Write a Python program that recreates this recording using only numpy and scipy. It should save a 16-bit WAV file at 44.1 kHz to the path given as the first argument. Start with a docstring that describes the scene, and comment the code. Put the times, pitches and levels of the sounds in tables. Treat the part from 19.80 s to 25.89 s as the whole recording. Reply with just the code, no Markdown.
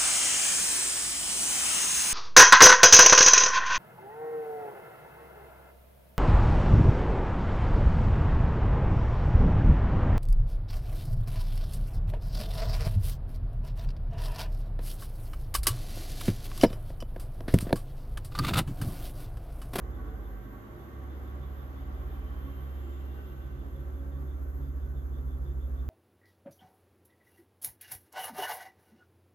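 """A quiet room at night. Two motors, heard through the walls, drone at slightly different speeds
and beat into a low throb, shaking the walls and a buzzing panel. Moving air rings a few duct
resonances, far traffic whirs and recedes, and crickets chirp very faintly outside.
A thin electrical whine sits on top."""
import sys
import numpy as np
from scipy import signal
from scipy.fft import rfft, irfft, next_fast_len
from scipy.io import wavfile

SR = 44100
rng = np.random.default_rng(int(sys.argv[2]) if len(sys.argv) > 2 else 0)


def unload_wav(signal):
    """Save mono or channel-first audio to the path in sys.argv[1] as 16-bit WAV at rate SR, clipped to [-1, 1]."""
    wavfile.write(
        sys.argv[1],
        SR,
        np.round(np.clip(np.atleast_2d(signal).T, -1, 1) * 32767).astype(np.int16),
    )


N = 268569

# tone colour of the room's air bed (frequency [Hz], relative level [dB])
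AIR_SPECTRUM = [(20, -9), (100, -2), (160, -1.5), (178, -5.5), (220, -0.5), (300, 0.5), (480, -5),
                (700, -11), (900, -15), (1150, -12), (1600, -16), (2400, -33), (5800, -39.5), (9000, -45.5)]
# stereo image of the air and the road roar (frequency [Hz], left-right correlation [-1..1])
EAR_LIKENESS = [(60, 1), (280, 0.81), (550, 0.27), (950, 0.073), (1400, -0.52), (2100, 0.12),
                (4000, -0.025)]
# duct resonances (frequency [Hz], width [Hz], level [dB], left-right correlation [-1..1])
DUCT_MODES = [(196, 6.9, -68, 0.93), (232, 8, -68, 0.98), (252.3, 4.2, -67, .9), (323.7, 10, -65.5, 0.16),
              (347.5, 12, -64.5, 0.71), (377.6, 20, -64.5, 0.72), (552, 13, -71, 0.77),
              (1351, 18, -71, -0.73), (1525, 22, -77.5, -0.3)]
# low-mid stirs of air (time [s], half length [s], frequency [Hz], width [Hz], level [dB])
AIR_STIRS = [(0.1, 0.058, 368, 70, -51), (0.247, 0.067, 242, 50, -49), (0.302, 0.082, 327, 90, -57),
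             (.35, 0.23, 442, 50, -58), (.67, 0.061, 255, 50, -56.5), (1.353, 0.14, 340, 70, -54),
             (1.85, 0.066, 330, 40, -57), (3.086, 0.092, 342, 30, -53), (3.47, 0.065, 375, 35, -55.5),
             (3.92, 0.056, 358, 35, -56.5), (4.169, .04, 350, 35, -56)]

# tone colour of the road roar (frequency [Hz], relative level [dB])
ROAR_SPECTRUM = [(200, -4.5), (400, -4.5), (680, -6.5), (900, -6), (1100, -1.5), (1600, -8.5), (2100, -12),
                 (2800, -47)]
# traffic whir at its loudest (frequency [Hz], width [Hz], level [dB], left-right correlation [-1..1])
WHIR_MODES = [(613, 8.5, -69.5, 0.63), (745.5, 13, -70.5, 0.4), (769, 7.1, -71.5, .5), (816, 16, -73, 0.8),
              (1113, 26, -69, 0.14), (1156, 18, -74, -0.2), (1168, 58, -71, -0.6), (1355, 9.2, -70, -0.3),
              (1502, 15, -74, -0.1), (1568, 13, -74, -0.22), (1844, 4.9, -78.5, 0.56)]
# low whir at the start (frequency [Hz], width [Hz], level [dB], left-right correlation [-1..1])
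LOW_WHIR_MODES = [(434, 9, -63, 0.8), (477, 9, -66.5, 0.25)]
# short flares of the whir (time [s], frequency [Hz], level [dB])
WHIR_BLIPS = [(.205, 1130, -55), (.28, 1125, -59), (.56, 1150, -62), (.75, 1120, -57.5), (.85, 1127, -62),
              (1.04, 1120, -62.5), (1.12, 1135, -62.5), (1.235, 1112, -59.5), (1.56, 1104, -58),
              (1.64, 1120, -62), (1.795, 1135, -61), (1.87, 1100, -60), (1.965, 1106, -61),
              (2.225, 1080, -56), (2.52, 1135, -61.5), (2.6, 1138, -59), (2.685, 1120, -57.5)]
# thin fan-like tones in the whir (start [s], end [s], frequency [Hz], level [dB])
WHIR_TONES = [(.02, 0.3, 745, -65), (.5, .78, 748, -68.5), (1.05, 2.35, 750, -70), (3.05, 3.85, 760, -70.5),
              (1.95, 2.5, 615, -71), (1.35, 1.9, 550, -69), (3.85, 4.3, 550, -66), (4.6, 4.95, 552, -68.5),
              (.2, .33, 1485, -67.5), (.37, .42, 1578, -72), (.58, .7, 1572, -70), (1.1, 1.13, 1565, -72),
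              (3.4, 3.49, 1515, -68.5), (3.57, 3.74, 1515, -71), (4.05, 4.03, 1520, -72.5),
              (4.74, 4.73, 1520, -71), (5.03, 5.12, 1515, -71.5)]
# tone colour of the tyre hiss (frequency [Hz], relative level [dB])
TYRE_SPECTRUM = [(1500, -17), (2000, 0.5), (2500, -3), (3100, -0.5), (3700, -4.5), (4300, -12.5),
                 (6000, -18), (8000, -49)]
# held whistles in the tyre hiss (start [s], end [s], frequency [Hz], level [dB])
TYRE_WHISTLES = [(2.45, 2.48, 2400, -76.5), (2.72, 3.0, 2760, -75.5), (3.16, 3.54, 2760, -74.5),
                 (2.35, 3.02, 3105, -74.5), (3.15, 3.5, 3105, -78)]

# far insect bed (frequency [Hz], width [Hz], level [dB])
INSECT_CHORUS = [(6310, 170, -84.5), (6920, 700, -84)]
# long insect rasps (start [s], end [s], level [dB])
INSECT_RASPS = [(1.0, 1.42, -85), (2.32, 3.08, -85), (3.9, 4.6, -84.5), (5.55, 6.09, -85)]
# one brief, lower buzz (start [s], end [s], level [dB])
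INSECT_BUZZ = [(3.05, 3.165, -77)]
# faint high accents among the chirps (time [s], frequency [Hz], level [dB])
INSECT_ACCENTS = [(1.35, 4960, -84), (1.8, 5000, -86.5), (2.0, 4620, -83.5), (2.13, 5000, -85),
                  (3.15, 5000, -84), (3.46, 5000, -86), (4.86, 4780, -83.5), (5.02, 5000, -87),
                  (5.665, 5040, -84.5)]
# wing resonances (frequency [Hz], width [Hz], relative level [dB], left-right correlation [-1..1])
CRICKET_WINGS = [(3600, 65, -3.5, 0), (3495, 120, -4, 0), (3360, 120, -5.2, 0), (3080, 330, -12.5, 0)]
# chirps of the nearest cricket (time [s], level [dB])
CRICKET_CHIRPS = [(.145, -75), (.28, -76), (.45, -76), (.635, -81), (1.01, -76), (1.14, -79), (1.315, -73),
                  (1.475, -74), (1.64, -72), (1.8, -72), (1.98, -72), (2.16, -76.5), (2.32, -74),
                  (2.48, -78), (2.645, -73), (2.82, -78), (3.005, -75), (3.145, -72), (3.32, -73),
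                  (3.465, -73), (3.635, -75), (3.8, -74), (3.965, -73), (4.17, -76), (4.345, -73.5),
                  (4.5, -73.5), (4.85, -74.5), (5.025, -77.5), (5.18, -74), (5.352, -72.5), (5.512, -72.3),
                  (5.675, -72.5), (5.828, -73), (5.99, -72.7)]

# tone colour of the hiss round the whine (frequency [Hz], relative level [dB])
WHINE_HISS_SPECTRUM = [(11300, -42), (11700, -17.5), (12150, -16), (12340, -3.5), (12560, -1), (12700, -11),
                       (12800, -16), (13030, -16), (13190, -40)]
# surges of the whine's lower line (start [s], end [s], level [dB])
WHINE_LOW_SURGES = [(.45, .77, -70), (1.0, 1.5, -75), (1.7, 1.93, -71), (2.2, 2.398, -71),
                    (2.6, 3.0, -68.5), (3.1, 3.55, -73), (4.65, 4.8, -72.5), (4.88, 5.2, -73.5)]
# surges of its upper line (start [s], end [s], level [dB])
WHINE_HIGH_SURGES = [(.42, .77, -73.5), (.87, 1.25, -75), (1.4, 2.2, -74), (2.5, 2.8, -76),
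                     (2.9, 3.6, -72.5), (4.4, 5.0, -76), (5.4, 5.47, -72), (5.651, 6.0, -77)]
# pitch drift shared by both lines (time [s], offset [Hz])
WHINE_DRIFT = [(0, -12), (.4, -24), (1.1, -22), (1.35, 1.5), (2.4, 0), (2.8, 10), (3.6, 2), (6.09, -3)]

# swells of a higher hum, late in the scene (start [s], end [s], level [dB])
LATE_HUM_SWELLS = [(5.2, 5.58, -58), (5.78, 6.09, -58.5)]
# wall and room resonances (frequency [Hz], width [Hz], level [dB])
WALL_MODES = [(46.7, 3.3, -56), (67.8, 9, -54.5), (100.1, 3.5, -65), (128.2, 4.2, -57)]
# speed of the slower, throbbing motor (time [s], shaft rate [Hz])
THROB_SPEED = [(0, 51.3), (2.2, 51.9), (3.4, 53.93), (6.09, 54.7)]
# its overtones (multiple [x shaft rate], mid-scene level [dB], unsteady share [0..1], growth [dB/s])
THROB_OVERTONES = [(2, -57.5, 0.023, -1.5), (7, -65.5, 0.62, -0.58)]
# swells of its fundamental (start [s], end [s], level [dB])
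THROB_SWELLS = [(0, .54, -39), (1.57, 1.9, -47.5), (2.15, 2.56, -39.3), (3.45, 3.52, -48.5),
                (3.72, 3.97, -41.5), (4.08, 4.35, -43), (4.64, 5.3, -39.5), (5.45, 6.09, -38)]
# speed of the steadier, droning motor (time [s], shaft rate [Hz])
DRONE_SPEED = [(0, 67.16), (1.3, 68.69), (3.1, 68.1), (3.8, 68.44), (4.4, 68.98), (5.0, 68.7), (6.09, 67)]
# its overtones (multiple [x shaft rate], mid-scene level [dB], unsteady share [0..1], growth [dB/s])
DRONE_OVERTONES = [(2, -65, 0.54, 0.5), (4, -67.5, 0.48, -2), (5, -66.5, 0.6, -1.5), (8, -71.5, 0.4, 0)]
# dips of its fundamental (time [s], half length [s], depth [dB])
DRONE_DIPS = [(0.797, 0.31, 13), (1.9, 0.4, 1.5), (3.72, 0.35, 3.2)]
# lifts of its fundamental (time [s], half length [s], boost [dB])
DRONE_LIFTS = [(1.36, 0.094, 1.5), (3.0, 0.26, 1)]
# pulses of its octave (time [s], half length [s], level [dB])
OCTAVE_PULSES = [(0.132, 0.073, -54), (0.347, .04, -50), (1.018, 0.044, -57), (1.17, .05, -54),
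                 (1.662, 0.074, -49.5), (1.83, .05, -55), (2.09, .05, -55), (2.487, 0.056, -54),
                 (2.655, 0.058, -49), (2.837, 0.053, -48.5), (3.552, 0.056, -51.5), (3.753, 0.077, -52),
                 (3.983, 0.047, -48.5), (4.275, 0.06, -53.5), (4.416, 0.066, -47), (4.84, 0.1, -46.5),
                 (5.146, .08, -48.5), (5.433, 0.14, -49), (5.701, .13, -46.5), (6.06, 0.073, -51)]
# spells of hum on its third harmonic (start [s], end [s], level [dB])
THIRD_SPELLS = [(.2, 1.05, -58.5), (1.32, 2.2, -60), (2.4, 2.68, -57.5), (2.95, 3.2, -61),
                (3.45, 3.95, -58.5)]
# spells of panel buzz on its fourth harmonic (start [s], end [s], level [dB])
PANEL_SPELLS = [(2.04, 2.14, -56.5), (2.36, 2.58, -55), (2.63, 2.7, -51.5), (3.14, 3.24, -55),
                (3.8, 3.92, -55), (4.17, 4.96, -54.5)]

# left-right balance by frequency (frequency [Hz], left minus right [dB])
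STEREO_BALANCE = [(165, 0), (205, 1.3), (270, -2), (385, -1), (440, 4), (520, 1.3), (850, .5), (1000, -1.5),
                  (1140, -5), (1260, 1), (1420, 0.5), (1550, -0.5), (1880, 1), (2150, 1.6), (2550, -3.5),
                  (2750, 0.5), (3550, -0.5), (3900, 1.8), (4500, 0), (5600, -1.5), (6400, 1.5), (6950, -.5),
                  (7250, -4.5), (8300, 0), (9500, 1), (12400, .5)]

TIME = np.arange(N) / SR
FFT_SIZE = next_fast_len(N, True)
BIN_HZ = np.maximum(np.arange(FFT_SIZE // 2 + 1) * SR / FFT_SIZE, 1)


def undb(db):
    """Decibels to gain."""
    return 10 ** (np.asarray(db) / 20)


def pan(left_db):
    """Channel gains for a level difference, left minus right."""
    return undb(np.array([[left_db], [-left_db]]) / 2)


def by_time(points):
    """Join (time, value) points into an automation curve."""
    return np.interp(TIME, *np.transpose(points))


def by_frequency(points):
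    """Join (frequency, value) points on a log-frequency axis."""
    hz, value = np.transpose(points)
    return np.interp(np.log(BIN_HZ), np.log(hz), value)


def bell(centre_s, half_s):
    """A smooth bump of height 1, down to 1/e at half_s either side."""
    return np.exp(-((TIME - centre_s) / half_s) ** 2)


def skewed_bell(peak_s, rise_s, fall_s):
    """A bump with separate attack and release."""
    return bell(peak_s, np.where(TIME < peak_s, rise_s, fall_s))


def swells(events, fade_db_per_s, rise_db_per_s=None, rest_db=-np.inf):
    """Level in dB of events that rise, hold and fade to a floor; symmetric unless a rise is given."""
    rise = rise_db_per_s or fade_db_per_s
    levels = [db - rise * np.maximum(start - TIME, 0) - fade_db_per_s * np.maximum(TIME - end, 0)
              for start, end, db in events]
    return np.maximum(np.max(levels, axis=0), rest_db)


def turns_of(hz):
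    """Cycles made so far at the given rate, from a random phase."""
    return np.cumsum(hz) / SR + rng.random()


def sine(turns):
    """A pure tone of rms 1."""
    return np.sqrt(2) * np.sin(2 * np.pi * turns)


def phasor(turns):
    """A complex tone, whose phase can be shifted for each ear."""
    return np.exp(2j * np.pi * turns)


def noise(gain, likeness=0):
    """Stereo noise of rms 1 with the given spectrum and left-right correlation."""
    mid, side = rfft(rng.standard_normal((2, FFT_SIZE))) * gain
    mid, side = mid * np.sqrt(1 + likeness), side * np.sqrt(1 - likeness)
    pair = irfft(np.array([mid + side, mid - side]), FFT_SIZE)[:, :N]
    return pair / pair.std()


def walk(rate_hz):
    """Smooth random wander with a spread of about 1."""
    return noise(np.exp(-(BIN_HZ / rate_hz) ** 2))[0]


def band(hz, width_hz, likeness=0):
    """Noise through a resonance applied twice, for steep skirts."""
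    detuning = (BIN_HZ ** 2 - hz ** 2) / (BIN_HZ * width_hz * np.sqrt(2))
    return noise(1 / (1 + detuning ** 2), likeness)


def ringing(modes):
    """Noise that rings a set of resonances."""
    return sum(undb(db) * band(hz, width, likeness) for hz, width, db, likeness in modes)


def air(bed_db=-52.5, flutter_db=1.0):
    """Room tone: a soft bed of moving air rings the ducts and stirs in the low mids."""
    level_db = bed_db + flutter_db * walk(11)
    bed = undb(level_db) * noise(undb(by_frequency(AIR_SPECTRUM)), by_frequency(EAR_LIKENESS))
    ducts = ringing(DUCT_MODES)
    stirs = sum(undb(db) * bell(s, half) * band(hz, width, likeness=0.94)
                for s, half, hz, width, db in AIR_STIRS)
    return (bed + ducts + stirs) * pan(-1.0)


def whir_blips(half_s=0.016):
    """Short pitched flares of the traffic whir, out of phase between the ears."""
    return sum(undb(db) * bell(s, half_s) * sine(hz * TIME + rng.random((2, 1)))
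               for s, hz, db in WHIR_BLIPS)


def whir_tones(waver_hz=6, flicker_db=3):
    """Thin tones fade in and out of the whir, wavering and flickering together."""
    waver, flicker = waver_hz * walk(9), flicker_db * walk(13)
    out = 0
    for start, end, hz, db in WHIR_TONES:
        level_db = swells([(start, end, db)], fade_db_per_s=90) + flicker
        ear_turns = turns_of(hz + waver) + rng.random((2, 1)) / 2
        out = out + undb(level_db) * sine(ear_turns)
    return out


def tyres(peak_db=-68, rest_db=-80.5):
    """Tyre hiss swells, whistles faintly as it passes and settles to a steady floor."""
    nearness = skewed_bell(peak_s=2.95, rise_s=3.6, fall_s=1.38)
    hiss = np.hypot(undb(peak_db) * nearness, undb(rest_db)) * noise(undb(by_frequency(TYRE_SPECTRUM)))
    whistles = sum(undb(swells([(start, end, db)], fade_db_per_s=39)) * band(hz, width_hz=19)
                   for start, end, hz, db in TYRE_WHISTLES)
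    return (hiss + whistles) * pan(-0.43)


def traffic(roar_db=-57, recedes_s=2.65, roar_db_per_s=-4, whir_db_per_s=-3, low_db_per_s=-2.5):
    """A far road: roar and whir hold, then recede; the low whir fades from the start."""
    receding_s = np.maximum(TIME - recedes_s, 0)
    roar = noise(undb(by_frequency(ROAR_SPECTRUM)), by_frequency(EAR_LIKENESS))
    roar *= undb(roar_db + roar_db_per_s * receding_s)
    whir = undb(whir_db_per_s * receding_s) * ringing(WHIR_MODES)
    low_whir = undb(low_db_per_s * TIME) * ringing(LOW_WHIR_MODES)
    return (roar + whir + low_whir + whir_blips() + whir_tones()) * pan(-0.99)


def far_insects():
    """High accents, long rasps and one buzz over a steady chorus."""
    accents = sum(undb(db) * bell(s, half_s=0.045) * band(hz, width_hz=200)
                  for s, hz, db in INSECT_ACCENTS)
    rasps = undb(swells(INSECT_RASPS, fade_db_per_s=38)) * band(hz=9360, width_hz=710)
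    buzz = undb(swells(INSECT_BUZZ, fade_db_per_s=80)) * band(hz=7200, width_hz=330)
    chorus = sum(undb(db) * band(hz, width) for hz, width, db in INSECT_CHORUS)
    return accents + rasps + buzz + chorus * pan(-7.0)


def cricket():
    """Wings ring about six times a second, each chirp with a quick attack and a slower tail."""
    chirps = sum(undb(db) * skewed_bell(s, rise_s=0.03, fall_s=0.058) for s, db in CRICKET_CHIRPS)
    return chirps * ringing(CRICKET_WINGS) * pan(-4.0)


def electrical_whine(low_hz=12398, high_hz=12620, flicker_db=2.0, hiss_db=-72.5, jitter_turns=0.055):
    """Two thin lines drift together, surge and flicker in each ear, in a narrow band of hiss."""
    out = undb(hiss_db) * noise(undb(by_frequency(WHINE_HISS_SPECTRUM)))
    ear_offset = np.array([[0], [1 / 4]])  # the ears hear it a quarter of a cycle apart
    for hz, surges in ((low_hz, WHINE_LOW_SURGES), (high_hz, WHINE_HIGH_SURGES)):
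        level_db = swells(surges, fade_db_per_s=70, rest_db=-78.5)
        turns = turns_of(hz + by_time(WHINE_DRIFT))
        jitter = jitter_turns * np.array([walk(11), walk(11)])
        flicker = flicker_db * np.array([walk(6.2), walk(4)])
        out = out + undb(level_db + flicker) * sine(turns + jitter + ear_offset)
    return out * pan(-1.5)


def late_hum(hz=253.5, waver_hz=1):
    """A soft, wandering hum comes forward as the panel falls quiet."""
    level_db = swells(LATE_HUM_SWELLS, fade_db_per_s=26, rest_db=-67.5)
    return undb(level_db) * sine(turns_of(hz + waver_hz * walk(3.96))) * pan(-6.0)


def panel_buzz(shaft_turns, rattle_db=2):
    """A panel rattles in spells on the fourth harmonic of the shaft."""
    level_db = swells(PANEL_SPELLS, rise_db_per_s=55, fade_db_per_s=83, rest_db=-68.5)
    return undb(level_db + rattle_db * walk(16)) * phasor(4 * shaft_turns)


def motor(turns, shaft_db, overtones, waver_rate_hz):
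    """A clean shaft tone with overtones that waver as the casing rattles."""
    from_middle_s = TIME - N / 2 / SR
    out = undb(shaft_db) * phasor(turns)
    for multiple, db, unsteady, growth in overtones:
        rattle = walk(waver_rate_hz) + 1j * walk(waver_rate_hz)
        swing = np.sqrt(1 - unsteady) + np.sqrt(unsteady / 2) * rattle
        out = out + undb(db + growth * from_middle_s) * swing * phasor(multiple * turns + rng.random())
    return out


def throbbing_motor(turns):
    """The slower motor comes and goes in swells."""
    shaft_db = swells(THROB_SWELLS, rise_db_per_s=43, fade_db_per_s=38, rest_db=-63)
    return motor(turns, shaft_db, THROB_OVERTONES, waver_rate_hz=3.5)


def droning_motor(turns, start_db=-41.5, growth_db_per_s=1.18):
    """The steadier motor builds slowly; its octave pulses and its third harmonic hums in spells."""
    dips_db = sum(db * bell(s, half) for s, half, db in DRONE_DIPS)
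    lifts_db = sum(db * bell(s, half) for s, half, db in DRONE_LIFTS)
    shaft_db = start_db + growth_db_per_s * TIME - dips_db + lifts_db
    octave = sum(undb(db) * bell(s, half) for s, half, db in OCTAVE_PULSES) * phasor(2 * turns)
    third = undb(swells(THIRD_SPELLS, fade_db_per_s=38, rest_db=-72)) * phasor(3 * turns)
    return motor(turns, shaft_db, DRONE_OVERTONES, waver_rate_hz=3.7) + octave + third


def motor_rumble(ear_radians=0.2):
    """Both motors beating together, with the walls and panel that they shake."""
    drone_turns = turns_of(by_time(DRONE_SPEED))
    throb_turns = turns_of(by_time(THROB_SPEED))
    tones = droning_motor(drone_turns) + throbbing_motor(throb_turns) + panel_buzz(drone_turns)
    # the room's standing waves reach the two ears out of step
    ear_shift = np.exp(1j * ear_radians * np.array([[1], [-1]]))
    motors = np.sqrt(2) * np.imag(tones * ear_shift)
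    walls = sum(undb(db) * band(hz, width, likeness=1) for hz, width, db in WALL_MODES)
    return (motors + walls) * pan(-2.3)


def stereo_balance(pair):
    """Left-right balance by frequency: some bands sit left, others right."""
    left_db = by_frequency(STEREO_BALANCE)
    gains = undb(np.array([left_db, -left_db]) / 2)
    gains /= np.sqrt(np.mean(gains ** 2, axis=0))  # constant power across the pair
    return irfft(rfft(pair, FFT_SIZE) * gains, FFT_SIZE)[:, :N]


def scene():
    """The full mix: the room, the night outside and the whine on top."""
    room = motor_rumble() + late_hum() + air()
    outside = traffic() + tyres() + cricket() + far_insects()
    return stereo_balance(room + outside + electrical_whine())


def record(dry, cutoff_hz=15750):
    """The recorder cuts the top with a steep low-pass."""
    return signal.sosfilt(signal.ellip(10, .1, 80, cutoff_hz, fs=SR, output="sos"), dry)


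dry = scene()
out = record(dry)
unload_wav(out)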